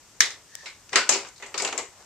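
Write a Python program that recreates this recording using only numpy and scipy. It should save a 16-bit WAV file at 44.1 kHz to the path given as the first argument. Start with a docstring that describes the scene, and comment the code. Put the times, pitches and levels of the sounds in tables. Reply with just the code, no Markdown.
"""A hard snap, then a short scrape, two loud hollow knocks and a softer clatter over a rubbing rustle:
hollow plastic knocked about on the wooden floor of a small room. Each knock sounds the cavity,
the thin walls and a bright click, as decaying noise plus ringing modes; scrape and rustle are noise
with tiny slips. The room hisses and answers briefly, and the snap just overloads the microphone."""
import sys
import numpy as np
from scipy.fft import rfft, irfft, next_fast_len
from scipy.io import wavfile

SR = 44100
rng = np.random.default_rng(int(sys.argv[2]) if len(sys.argv) > 2 else 0)


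def put_to_file(sound):
    """Save the sound as 16-bit audio at rate SR, in the file named by the first command-line argument."""
    columns = np.atleast_2d(sound).T  # one column per channel
    safe = np.clip(columns, -1, 1)
    whole_steps = np.round(safe * 32767)
    wavfile.write(sys.argv[1], SR, whole_steps.astype(np.int16))


N = 90404
HIT_SAMPLES = 16384
HIT_TIME_S = np.arange(HIT_SAMPLES) / SR


def amp(db):
    """Decibels to gain."""
    return 10 ** (np.asarray(db) / 20)


def unit(x):
    """Scale to rms 1."""
    return x / np.sqrt(np.mean(x ** 2) + 1e-20)


def along(points, hz):
    """Read (freq_hz, value) points on a log axis."""
    freqs, values = np.transpose(points)
    return np.interp(np.log(hz + 1), np.log(freqs + 1), values)


def fade(t60_s, rise_s):
    """Quick rise, exponential decay."""
    return np.exp(-np.log(1000) * HIT_TIME_S / t60_s) * (1 - np.exp(-HIT_TIME_S / rise_s))


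def pan(db):
    """Stereo gains, left over right by db."""
    return amp(np.array([[db], [-db]]) / 2)


def add(out, start_s, sound):
    """Mix in one hit."""
    part = out[:, round(start_s * SR):][:, :HIT_SAMPLES]
    part += sound[:, :part.shape[1]]


def resonance(hz, peak):
    """Gain of a struck panel: a peak on sloping skirts."""
    centre_hz, width_hz, peak_db, skirt_db_per_octave = peak
    octaves = np.abs(np.log2((hz + 1) / centre_hz))
    return amp(peak_db / (1 + ((hz - centre_hz) / width_hz) ** 2) - skirt_db_per_octave * octaves)


def causal(gain, n_fft):
    """Minimum-phase response: rings only after it is struck."""
    cepstrum = irfft(np.log(np.maximum(gain, 1e-6)), n_fft)
    return np.exp(rfft(np.concatenate([cepstrum[:1], 2 * cepstrum[1:n_fft // 2]]), n_fft))


# Stereo width: freq_hz, side_over_mid_db
WIDTH = [(30, -24), (120, -4.5), (350, -17), (700, -14), (1400, -9.5), (2800, -4.5), (5500, -1), (12000, 0)]

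def colour(pair, spectrum, peak=None):
    """Filter two signals into stereo of rms 1, wider in the treble, with an optional resonance."""
    size = pair.shape[1]
    n_fft = next_fast_len(size)
    hz = np.fft.rfftfreq(n_fft, 1 / SR)
    response = causal(amp(along(spectrum, hz)) * (resonance(hz, peak) if peak else 1), n_fft)
    width = amp(along(WIDTH, hz))
    mid_share = 1 / np.hypot(1, width)
    shares = np.array([mid_share, width * mid_share])
    mid, side = irfft(rfft(pair, n_fft) * response * shares, n_fft)[:, :size]
    return unit(np.array([mid + side, mid - side]))


def burst(spectrum, t60_s, rise_s, peak=None):
    """Decaying noise through a body's resonances; the envelope sets the energy."""
    envelope = fade(t60_s, rise_s)
    noise = rng.standard_normal((2, HIT_SAMPLES)) * envelope
    return colour(noise, spectrum, peak) * np.sqrt(np.mean(envelope ** 2))


def ring(modes, t60_s, rise_s, scatter_db, peak=None):
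    """Decaying modes, struck differently each time; an optional peak favours those near it."""
    hz, db = np.transpose(modes)
    weights = unit(resonance(hz, peak)) if peak else 1
    gains = weights * amp(db + scatter_db * rng.standard_normal(len(hz)))
    spread = rng.choice([-1, 1], len(hz)) * np.arctan(amp(along(WIDTH, hz)))
    phases = 2 * np.pi * (np.outer(HIT_TIME_S, hz) + rng.random(len(hz)))
    tones = np.array([np.sin(phases + spread) @ gains, np.sin(phases - spread) @ gains])
    return tones * fade(t60_s, rise_s)


def friction(levels, spectrum, slips_per_s, smear_db):
    """Tiny random slips of plastic, plus noise for the room's smear."""
    time_s, level_db = np.transpose(levels)
    envelope = np.interp(np.arange(N) / SR, time_s, amp(level_db), left=0)
    slips = (rng.random(N) < slips_per_s / SR) * rng.standard_normal((2, N))
    smear = amp(smear_db) * rng.standard_normal((2, N))
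    return envelope * colour(unit(slips) + smear, spectrum)


# Room noise: freq_hz, gain_db
HISS_SPECTRUM = [(15, -34), (25, -7), (98, 2), (200, -5), (450, -5.5), (700, -7.5), (950, -5), (1300, -7),
                 (4000, -10.5), (6000, -4.5), (7500, -6), (10000, -21), (14000, -19), (14700, -55)]

def room_hiss():
    """Quiet, steady noise of the room."""
    return amp(-54.5) * colour(rng.standard_normal((2, N)), HISS_SPECTRUM)


# Rubbing envelope: time_s, level_db
RUSTLE_LEVELS = [(.85, -79), (.9, -82), (1.08, -45.5), (1.12, -37), (1.17, -37.5), (1.23, -46), (1.33, -68),
                 (1.4, -71), (1.53, -56.5), (1.6, -47), (1.69, -36.5), (1.8, -52), (1.9, -69), (1.98, -56),
                 (2.01, -52.5), (2.05, -59)]
# Rubbing colour: freq_hz, gain_db
RUSTLE_SPECTRUM = [(100, -32), (350, 3.5), (900, 7), (2200, -3), (3500, -6), (7500, -2.5), (10000, -30.5),
                   (13800, -32), (14700, -60)]

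def rustle():
    """Plastic rubs: a mostly smooth, noisy rustle with a little grain."""
    return friction(RUSTLE_LEVELS, RUSTLE_SPECTRUM, slips_per_s=270, smear_db=2.5)


# Sliding envelope: time_s, level_db
SCRAPE_LEVELS = [(.44, -88), (.5, -61), (.56, -51), (.59, -48), (.65, -49), (.68, -75)]
# Sliding colour: freq_hz, gain_db
SCRAPE_SPECTRUM = [(300, -50), (1500, -14), (1800, 9.5), (2150, -15), (3500, -9), (6000, -2.5), (7600, -14),
                   (10000, -30), (15000, -40)]

def scrape():
    """Plastic slides briefly: dense slips blur together."""
    return friction(SCRAPE_LEVELS, SCRAPE_SPECTRUM, slips_per_s=1200, smear_db=9)


# Tick colour: freq_hz, gain_db
TICK_SPECTRUM = [(100, -33), (700, -6), (1300, -12.5), (2000, -2), (3200, -5), (4400, -8), (5300, 0.5),
                 (7500, 2), (9000, -11), (15000, -18)]

def tick(start_s=0.5526):
    """One dry tick right beside the microphone."""
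    out = np.zeros((2, N))
    add(out, start_s, amp(-20) * burst(TICK_SPECTRUM, t60_s=0.0064, rise_s=0.00025) * pan(7.5))
    return out


# Floor under a blow: freq_hz, gain_db
FLOOR_SPECTRUM = [(25, -17), (90, -3), (180, -1), (400, -13.5), (1000, -24), (4000, -62)]

def floor_thump():
    """The wooden floor takes a blow: low and short."""
    return burst(FLOOR_SPECTRUM, t60_s=0.025, rise_s=0.0012)


# Direct snap, its room return, the plastic's cavity: freq_hz, gain_db
SNAP_SPECTRUM = [(30, -18), (400, -23.5), (850, -30), (1150, -11), (1400, -13), (1850, 8), (2350, -4),
                 (3000, -66), (3900, -6), (4600, -12.5), (5400, 0.5), (6700, 0), (7800, -15), (10000, -24),
                 (14000, -25), (15500, -52)]
SNAP_ROOM_SPECTRUM = [(30, -28), (200, -25), (400, -18), (900, -22.5), (1120, -9), (1500, -6), (1950, 4.5),
                      (2700, -6), (3700, 1.5), (4600, -3.5), (5500, -0.5), (7200, -5.5), (9000, -20),
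                      (13800, -32), (14700, -52)]
CAVITY_SPECTRUM = [(30, -24), (110, -28), (165, -13), (205, -24.5), (240, -8.5), (290, -8), (380, 0),
                   (490, -0.5), (650, -3), (900, -1.5), (1250, -4.5), (2500, -47), (9000, -90)]
# Bounces, room return relative to the snap's: start_s, level_db
BOUNCES = [(.256, -20), (0.304, -22)]

def snap(snap_s=0.2049):
    """Stiff plastic snaps, hard and bright, and bounces twice; the cavity booms faintly."""
    out = np.zeros((2, N))
    for start_s, level_db in [(snap_s, 0)] + BOUNCES:
        # On a bounce the crack drops further than the room return.
        crack = amp(3 + level_db / 2) * burst(SNAP_SPECTRUM, t60_s=0.015, rise_s=0.00076)
        room = amp(-15.5) * burst(SNAP_ROOM_SPECTRUM, t60_s=0.24, rise_s=0.00067)
        add(out, start_s, amp(level_db) * (crack + room))
    add(out, snap_s, amp(-39) * floor_thump())
    add(out, snap_s, amp(-39.5) * burst(CAVITY_SPECTRUM, t60_s=0.47, rise_s=0.019))
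    return out


# Radiation of the thin walls and the click: freq_hz, gain_db
WALL_SPECTRUM = [(100, -56), (300, -17.5), (750, -24), (1050, -8), (1450, -7), (1750, -5), (2300, -1.5),
                 (2900, -4), (3600, -8.5), (5000, -18), (10000, -58), (15000, -80)]
CLICK_SPECTRUM = [(200, -72), (1000, -43), (2800, -19.5), (3800, -3), (5000, -3.5), (6200, -1.5),
                  (7600, -3), (8600, -13.5), (10000, -24), (13800, -29), (14700, -55)]
# Modes of each part: pitch_hz, level_db
CAVITY_MODES = [(232, -20.5), (335, -12), (398, -2), (553, -11.5), (845, -11.5), (975, -7.5)]
WALL_MODES = [(1329, -7.5), (1482, -8), (1842, -5), (1993, -9), (2111, -4.5), (2262, -6), (2417, -5.5),
              (2586, -10.5), (2891, -2.5)]
CLICK_MODES = [(4140, -4), (4560, -4), (4790, 2), (4926, -3), (5378, -4), (5950, -5), (6510, -5), (7176, 0),
               (7461, -2), (7860, -3)]
# Contacts, with relative gains:
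# start_s, cavity_db, wall_db, click_db, wall_hz, click_hz, attack_db, hollow_db, click_pan_db
KNOCKS = [(.630, -48.5, -66, -70, 1850, 5280, -15, -16, -10.5),
          (.658, -49, -34.5, -37.5, 2170, 3810, -5.5, -10, 1),
          (.892, -76, -51.5, -52, 1550, 5570, 3.5, -8, 2), (.921, -40.5, -46, -43, 1300, 5000, -14, -17, 8),
          (.930, -31.5, -27, -34, 1120, 5350, 0, -2.5, 7.5),
          (0.9567, -24, -13, -16.5, 1460, 4710, 0, -0.5, 5),
          (1.091, -24, -22, -16, 2560, 6870, 2.5, -3.5, 1.5),
          (1.122, -41.5, -25.5, -22, 2860, 5370, -5, 3, -3),
          (1.147, -33.5, -31, -32.5, 2500, 4440, -3, 6, 16),
          (1.248, -47, -42.5, -56.5, 1500, 4830, 3, -12, 6), (1.271, -64, -62, -50.5, 1510, 6500, 4, 8, -3),
          (1.285, -73, -71, -61.5, 1550, 8000, 15.5, -14, 0), (1.36, -88, -70, -54, 2000, 4280, 1.5, -8, 2),
          (1.378, -72, -75, -50.5, 2000, 4300, -1, -10, 4),
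          (1.399, -48.5, -51, -54.5, 2080, 6940, 0, -14.5, 4),
          (1.4237, -44.5, -34.5, -46, 1980, 6460, -3, -1.5, 9),
          (1.462, -46.5, -51, -44.5, 2040, 7500, -1, -9, -1),
          (1.542, -32.5, -33.5, -36.5, 1280, 4440, 1.5, -25, -0.5),
          (1.577, -62, -33.5, -26.5, 1500, 4950, -2, -8, 9.5),
          (1.598, -35, -31, -33, 2250, 5000, 2, 0.5, -3), (1.621, -32, -47, -30.5, 1300, 7600, 0, -3, 7),
          (1.648, -33.5, -28, -31.5, 2720, 7000, 4.5, -12, -1),
          (1.674, -38.5, -41, -39.5, 2160, 4000, 8.5, -12, 1),
          (1.7257, -32.5, -34.5, -41, 1300, 6600, 6, -12, 1.5),
          (1.777, -34, -37.5, -32.5, 2120, 7520, 3.5, -21, 10.5),
          (1.786, -34.5, -33.5, -34.5, 2040, 6900, 1.5, -14, 1)]

def knocks():
    """Each contact thumps the floor, rings the cavity and walls, clicks, and dies away in the room."""
    out = np.zeros((2, N))
    for start_s, cavity_db, wall_db, click_db, wall_hz, click_hz, attack_db, hollow_db, pan_db in KNOCKS:
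        # centre_hz, width_hz, peak_db, skirt_db_per_octave
        wall_peak = (wall_hz, 95, 8.5, 1)
        click_peak = (click_hz, 550, 7.5, 3)

        cavity = amp(-1) * burst(CAVITY_SPECTRUM, t60_s=0.23, rise_s=0.0015)
        cavity += amp(-15.5) * floor_thump()
        cavity += amp(hollow_db) * ring(CAVITY_MODES, t60_s=0.27, rise_s=0.0035, scatter_db=1)

        wall = amp(-3) * burst(WALL_SPECTRUM, t60_s=0.27, rise_s=0.0022, peak=wall_peak)  # room tail
        wall += amp(-9) * ring(WALL_MODES, t60_s=0.27, rise_s=0.0019, scatter_db=2, peak=wall_peak)
        wall += amp(attack_db + 4.5) * burst(WALL_SPECTRUM, t60_s=0.027, rise_s=0.00043, peak=wall_peak)

        tail = amp(-2) * burst(CLICK_SPECTRUM, t60_s=0.26, rise_s=0.0043, peak=click_peak)
        tail += amp(-14) * ring(CLICK_MODES, t60_s=0.21, rise_s=0.001, scatter_db=4, peak=click_peak)
        attack = amp(attack_db + 10) * burst(CLICK_SPECTRUM, t60_s=0.027, rise_s=0.0016, peak=click_peak)
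        click = attack * pan(pan_db) + tail * pan(pan_db / 2)

        add(out, start_s, amp(cavity_db) * cavity + amp(wall_db) * wall + amp(click_db) * click)
    return out


def scene():
    """Friction and blows over the room's hiss."""
    return room_hiss() + scrape() + rustle() + snap() + tick() + knocks()


# Microphone port imbalance: freq_hz, left_over_right_db
PORT_BALANCE = [(30, 0), (300, 2.5), (1200, 2.1), (5000, -2), (7000, 5), (9000, 14), (11000, 6),
                (14000, 3.5)]

def record(dry, cutoff_hz=15900):
    """The left port hears more treble; the signal clips at full scale and is band-limited."""
    n_fft = next_fast_len(N + HIT_SAMPLES)
    hz = np.fft.rfftfreq(n_fft, 1 / SR)
    balance = amp(np.array([[1], [-1]]) * along(PORT_BALANCE, hz) / 2)
    clipped = np.clip(irfft(rfft(dry, n_fft) * balance, n_fft), -1, 1)
    lowpass = 1 / np.hypot(1, (hz / cutoff_hz) ** 60)
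    return irfft(rfft(clipped) * lowpass, n_fft)[:, :N]


dry = scene()
out = record(dry)
put_to_file(out)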